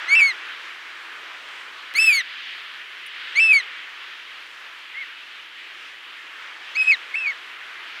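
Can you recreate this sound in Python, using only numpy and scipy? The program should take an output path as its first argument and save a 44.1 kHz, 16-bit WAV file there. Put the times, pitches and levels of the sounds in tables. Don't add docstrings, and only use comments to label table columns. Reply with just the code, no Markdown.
import sys
import numpy as np
from scipy import signal
from scipy.fft import rfft, irfft
from scipy.io import wavfile
from scipy.ndimage import uniform_filter1d

SR = 44100
rng = np.random.default_rng(int(sys.argv[2]) if len(sys.argv) > 2 else 0)


def natural_amplitude(level_db):
    exponent = np.asarray(level_db, float) / 20
    return 10 ** exponent


def persist_wave(psi):
    counts = np.round(np.clip(psi, -1, 1) * 32767).astype(np.int16)
    wavfile.write(sys.argv[1], SR, np.atleast_2d(counts).T)


N = 352800


def walk(rate):
    hold = int(SR / rate)
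    held = rng.standard_normal(N // 100)[np.arange(N) // hold]
    return 1.43 * uniform_filter1d(uniform_filter1d(held, hold), hold)


# (time [s], half-width [ms], change of level [dB])
FADES = [(.103, 6, -2.5), (.196, 3, 3), (.2145, 1.8, -7), (.278, 10, -4.5), (3.528, 1.2, -7),
         (2.012, 9.5, -2.5), (2.038, 3.3, -5), (2.063, 9, -8.5), (2.111, 1.63, -5), (2.123, 0.9, -0.5),
         (2.143, 6.4, -4), (2.165, 3, -5), (2.188, 2.7, 2), (3.416, 6.2, -2.5), (3.549, 3.9, -4),
         (3.596, 3, -9), (6.837, 4.9, -15.5), (6.855, 2.25, -15.5), (6.866, 4.2, -5), (6.892, 1.7, -7),
         (7.163, 2.9, -12), (7.179, 1.5, -9), (7.236, 1.55, -2), (7.245, 1.3, -13.5), (7.254, 2.5, -6.5),
         (7.286, 1.17, -4)]


def bird(splash_db=-24, breath_db=-28, breath_hz=800):
    t = np.arange(N) / SR
    low, low_sizes = register(high=0)
    high, high_sizes = register(high=1)
    power = abs(low) ** 2 + abs(high) ** 2 + 1e-12
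    contest = 2 * abs(low * high)
    sidebands = 0.6 * (high ** 2 * low.conj() + low ** 2 * high.conj()) / power

    turn = (low + high) / np.sqrt(abs(low + high) ** 2 + 0.03 * power)
    spray_db = splash_db - 8.4 * np.arange(len(low_sizes))
    splash = uniform_filter1d(contest / np.sqrt(power), 300) * natural_amplitude(spray_db)[:, None]
    steady = 1 - 0.8 * uniform_filter1d(contest / power, size=200)
    sizes = np.hypot(low_sizes, high_sizes) * steady + splash
    overtones = sum(size * turn ** (k + 2) for k, size in enumerate(sizes))

    fade = natural_amplitude(sum(db * np.exp(-0.5 * ((t - s) * 1000 / ms) ** 2) for s, ms, db in FADES))
    joint = (low + high + sidebands) * fade
    joint = joint / (1 + (abs(joint) / 0.5) ** 6) ** (1 / 6)

    breath_filter = signal.butter(4, breath_hz, fs=SR, output="sos")
    air = signal.sosfilt(breath_filter, rng.standard_normal((2, N)))
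    rough = 1 + natural_amplitude(breath_db + np.array([[0], [2]])) * air / air.std()
    voice = (joint * rough[0] + overtones * rough[1]).imag
    voice = voice + natural_amplitude(-51) * abs(joint) * rng.standard_normal(N)
    return signal.sosfilt(signal.butter(3, 900, "high", fs=SR, output="sos"), voice)


def register(high, step_db=-6, bright=0.68, beak_hz=12400):
    waver_db, waver_share, waver_per_s = 4.5, 0.011, 110
    hz, *partials, beak_db, waver = controls(high)
    slew = int(0.0022 * SR)
    wobble = 0.00208 * walk(150) + waver_share * waver * walk(waver_per_s)
    pitch = uniform_filter1d(hz, 2 * slew) * (1 + wobble)
    db = [uniform_filter1d(p, slew) for p in partials]

    drive = bright * (db[3] - db[0] + 33.0)
    for k in (1, 2, 3):
        beak_loss = beak_db / (1 + (beak_hz / (pitch * (4 + k))) ** 20)
        db.append(db[3] + k * (step_db + drive) + beak_loss)
    db[1:] = [d + waver_db * waver * walk(waver_per_s) for d in db[1:]]

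    shimmer_db = np.linspace(1.1, 3.5, len(db))
    sizes = []
    for k, d in enumerate(db):
        audible = pitch * (k + 1) < 16500
        sizes.append(np.sqrt(2) * natural_amplitude(d + shimmer_db[k] * walk(120)) * audible)
    return sizes[0] * np.exp(2j * np.pi * np.cumsum(pitch) / SR), np.array(sizes[1:])


# (time [s], pitch [Hz], level of the fundamental [dB])
LONG_NOTES = [
    [[(.084, 2150, -25), (.132, 2270, -11), (.15, 2353, -11.5)], [(.152, 2690, -13.5), (.186, 2660, -14),
     (.206, 2556, -13)], [(.212, 2270, -10.5), (.262, 2212, -14.5), (.317, 2125, -26)]],
    [[(1.954, 2170, -25), (1.985, 2364, -15.5)], [(1.987, 2610, -13.5), (2.03, 2665, -15),
     (2.084, 2590, -10.5), (2.122, 2364, -17)], [(2.124, 2290, -15.5), (2.18, 2180, -20),
     (2.21, 2083, -25)]],
    [[(3.358, 2160, -22.5), (3.393, 2360, -12)], [(3.397, 2650, -14), (3.438, 2657, -12.5),
     (3.486, 2608, -17.5), (3.523, 2490, -5)], [(3.527, 2320, -10.5), (3.566, 2243, -14),
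     (3.606, 2165, -23.5)]],
]
# (time [s], pitch [Hz], level of the fundamental [dB])
SHORT_NOTES = [
    [[(4.947, 2105, -36), (4.985, 2190, -31.5), (5.003, 2230, -34.5), (5.022, 2192, -31.5),
     (5.04, 2060, -37)]],
    [[(6.755, 2260, -28.5), (6.765, 2395, -23.5)], [(6.768, 2623, -22), (6.826, 2545, -14),
     (6.853, 2545, -22.5), (6.885, 2570, -12.5), (6.911, 2503, -12)], [(6.916, 2325, -11.5),
     (6.948, 2086, -23)]],
    [[(7.144, 2250, -22), (7.153, 2350, -27)], [(7.156, 2625, -17), (7.185, 2675, -25), (7.228, 2610, -26),
     (7.265, 2440, -19)], [(7.269, 2204, -19.5), (7.3, 2253, -21.5), (7.325, 1996, -34)]],
]
# (overtone gain low [dB], overtone gain high [dB], tilt [dB per partial],
# loss of the beak turned away [dB], waver [0-1])
COLOURS = [
    (0.5, -5, -0.5, -10, 0.35),
    (6, 11, 1, -14, 0.06),
    (1, 2.5, -0.3, -22, 0.15),
    (-24, 0, -8, -12, 0.2),
    (1, 4, -4, -4, 0.89),
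    (-12.5, -7, -1.5, -15, .7),
]
# (low register dies [dB/ms], low register returns [dB/ms], high register dies [dB/ms])
BREAKS = [
    (0.9, 0.58, 2.46),
    (4, 3.9, 4.4),
    (1, 4.9, 4.2),
    (3, 3, 3),
    (2.1, 4.06, .9),
    (2, 3.4, 2.7),
]
# (level in low register [dB], level in high register [dB], share of level followed [1],
# dip at the break [dB], loss of slack membranes [dB per 100 Hz])
PARTIALS = [
    (-30, -34, 0.63, -16.5, -0.05),
    (-41.5, -46.5, 0.21, -8, 4),
    (-47, -52.5, 0.63, -0.5, 5.5),
]
# (offset [Hz], time constant [ms])
SETTLE = [(-120, 13.98), (-69.5, 8.25), (89, 6.1)]


def controls(high):
    onset_db_ms, end_db_ms, jump_db_ms = 2, 1.2, 6.5
    break_hz, break_width_hz = 2470, 97
    curl_hz, curl_ms = -190, 16
    slack_hz = 2150
    ms = np.arange(N) / SR * 1000
    silence = np.array([break_hz, -150, -150, -150, -150, 0, 0])
    out = np.zeros((7, N)) + silence[:, None]
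    for parts, colour, (dies, returns, drops) in zip(LONG_NOTES + SHORT_NOTES, COLOURS, BREAKS):
        low_db, high_db, tilt_db, beak_db, waver = colour
        near = slice(int(SR * (parts[0][0][0] - 0.05)), int(SR * (parts[-1][-1][0] + 0.05)))
        now = ms[near]
        for k, part in list(enumerate(parts))[high::2]:
            s, hz, db = np.transpose(part)
            since, until = now - s[0] * 1000, s[-1] * 1000 - now
            first, last = k == 0, k == len(parts) - 1

            swell_db_ms = (onset_db_ms, jump_db_ms, returns)[k]
            decay_db_ms = end_db_ms if last else (dies, drops)[k]
            lapse = np.maximum(-since, 0) * swell_db_ms + np.maximum(-until, 0) * decay_db_ms
            lapse = lapse * (1 + lapse / 42)
            level = np.interp(now, s * 1000, db)

            pitch = uniform_filter1d(np.interp(now, s * 1000, hz), size=400)
            settle_hz, settle_ms = SETTLE[k]
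            pitch = pitch + settle_hz * np.minimum(np.exp(-since / settle_ms), 1 + first)
            pitch = pitch + last * curl_hz * np.minimum(np.exp(-until / curl_ms), 2)

            dip = np.exp(-0.5 * ((pitch - break_hz) / break_width_hz) ** 2)
            dip = dip * (1.5 - high_db / 22)
            slack = np.maximum(slack_hz - pitch, 0) / 100
            grip = np.where((since < 0) & first | (until < 0) & last, 1, 1.3)
            over = []
            for n, (*register_db, follow, dip_db, slack_db) in enumerate(PARTIALS):
                base = register_db[high] + (low_db, high_db)[high] + n * tilt_db
                over.append(base + follow * (level + 15.5) + dip_db * dip - slack_db * slack - grip * lapse)
            rows = [pitch, level - lapse, *over, beak_db + 0 * dip, waver + 0 * dip]
            out[:, near] = np.where(level - lapse > out[1, near], rows, out[:, near])
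    return out


# (frequency [Hz], level [dB], decay by 60 dB [s])
PING = [(9400, -35.5, 0.037), (12050, -40, 0.025)]


def ping():
    t = np.maximum(np.arange(N) / SR - 3.0625, 0)
    attack = 1 - np.exp(-t / 0.003)
    out = 0
    for hz, db, t60 in PING:
        out = out + natural_amplitude(db) * np.sin(2 * np.pi * hz * t) * np.exp(-np.log(1000) * t / t60) * attack
    return out


STEP_S, CLICK_DB = (1.9394, 2.2214), (-20, -35)


def background_step():
    t = np.arange(N) / SR
    return natural_amplitude(5 * ((t > STEP_S[0]) & (t < STEP_S[1])))


def step_clicks():
    t = np.arange(N) / SR
    jumps = 0
    for s, db in zip(STEP_S, CLICK_DB):
        jumps = jumps + natural_amplitude(db) * (t >= s) * np.exp(-np.maximum(t - s, 0) / 0.00006)
    return signal.lfilter(*signal.butter(2, 1200, "high", fs=SR), jumps)


# (time [s], wash level [dB], lift of the foam's fizz over it [dB])
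SURF = [(0.0, -38.5, -2), (0.2, -37.5, -5), (0.71, -45, -1.5), (1.51, -43, -4.5), (1.85, -42, -3.5),
        (2.05, -47.5, 6.5), (2.47, -46, 7), (2.85, -47, 2), (3.12, -47.5, 6.5), (3.45, -42.5, 1.5),
        (4.17, -47.5, 2), (4.6, -46.5, -1.5), (5.01, -48.5, 4), (6.26, -47.5, -0.5), (6.82, -43, -1.5),
        (7.2, -44.5, -2.5), (7.75, -43, -3.5), (8.0, -42, -2.5)]
# (lower edge [Hz], upper edge [Hz])
SURF_BANDS_HZ = [
    (250, 900),
    (1000, 1700),
    (2800, 3900),
    (5600, 7400),
]
# (frequency [Hz], density [dB per Hz])
SURF_COLOUR = [(15, -64), (25, -28), (82, -37), (222, -31.5), (283, -21), (332, -15.5), (370, -16.5),
               (726, -16), (1240, -4.5), (1770, 0), (2250, -1), (3110, -1.5), (4420, -13), (9400, -33.5),
               (15700, -43)]
# (level at -45 dB wash [dB], share of wash [1], share of lift [1])
RUMBLE, HISS = (-59, 0.52, -0.34), (-65, 0.58, -0.15)


def surf(trim_db=1.12, bass_db=4.0, hiss_db=0.0):
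    t, f = np.arange(N) / SR, np.fft.rfftfreq(N, 1 / SR) + 1e-3
    s, wash, lift = np.transpose(SURF)
    rumble, hiss = (db + a * (wash + 45) + b * lift for db, a, b in (RUMBLE, HISS))
    levels = rumble, wash, wash + lift, hiss

    hz, db = np.transpose(SURF_COLOUR)
    foam = rfft(rng.standard_normal(N)) * natural_amplitude(np.interp(np.log(f), np.log(hz), db))
    gains = []
    for level, (a, b) in zip(levels, SURF_BANDS_HZ):
        raw_db = 10 * np.log10(2 * np.sum(abs(foam[(f > a) & (f < b)]) ** 2) / N ** 2)
        gains.append(np.interp(t, s, level) - raw_db)
    drift = gains[0] - np.median(gains[0][N // 2:])
    steady = np.median(gains[1][N // 2:]) + 0.3 * drift
    gains = np.array([steady + bass_db, *gains, steady + hiss_db])
    centres = np.r_[7.3, np.log2(SURF_BANDS_HZ).mean(axis=1), 13.5]

    out, swell = 0, walk(1.5) + 2.8 * walk(11)
    for octave in np.arange(4, 14.5, 0.5):
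        window = np.cos(np.pi * np.clip(np.log2(f) - octave, -0.5, 0.5))
        band = np.roll(irfft(foam * window, N), rng.integers(N))
        share = np.array([np.interp(octave, centres, row) for row in np.eye(len(gains))])
        restless_db = 0.2 * swell + 1.0 * walk(13)
        out = out + band * natural_amplitude(share @ gains + trim_db + restless_db)
    return out


def scene():
    return (bird() + ping() + surf() * background_step() + step_clicks())[None]


def top_cut(x):
    return signal.sosfilt(signal.butter(12, 15830, fs=SR, output="sos"), x)


def record(dry):
    thump = signal.sosfilt(signal.butter(1, [12, 70], "band", fs=SR, output="sos"), dry ** 2)
    wet = dry + natural_amplitude(-29.0) * thump + natural_amplitude(-72) * rng.standard_normal(dry.shape)
    wet = signal.sosfilt(signal.ellip(8, 0.2, 60, 15750, fs=SR, output="sos"), wet)
    return top_cut(wet)


dry = scene()
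out = record(dry)
persist_wave(out)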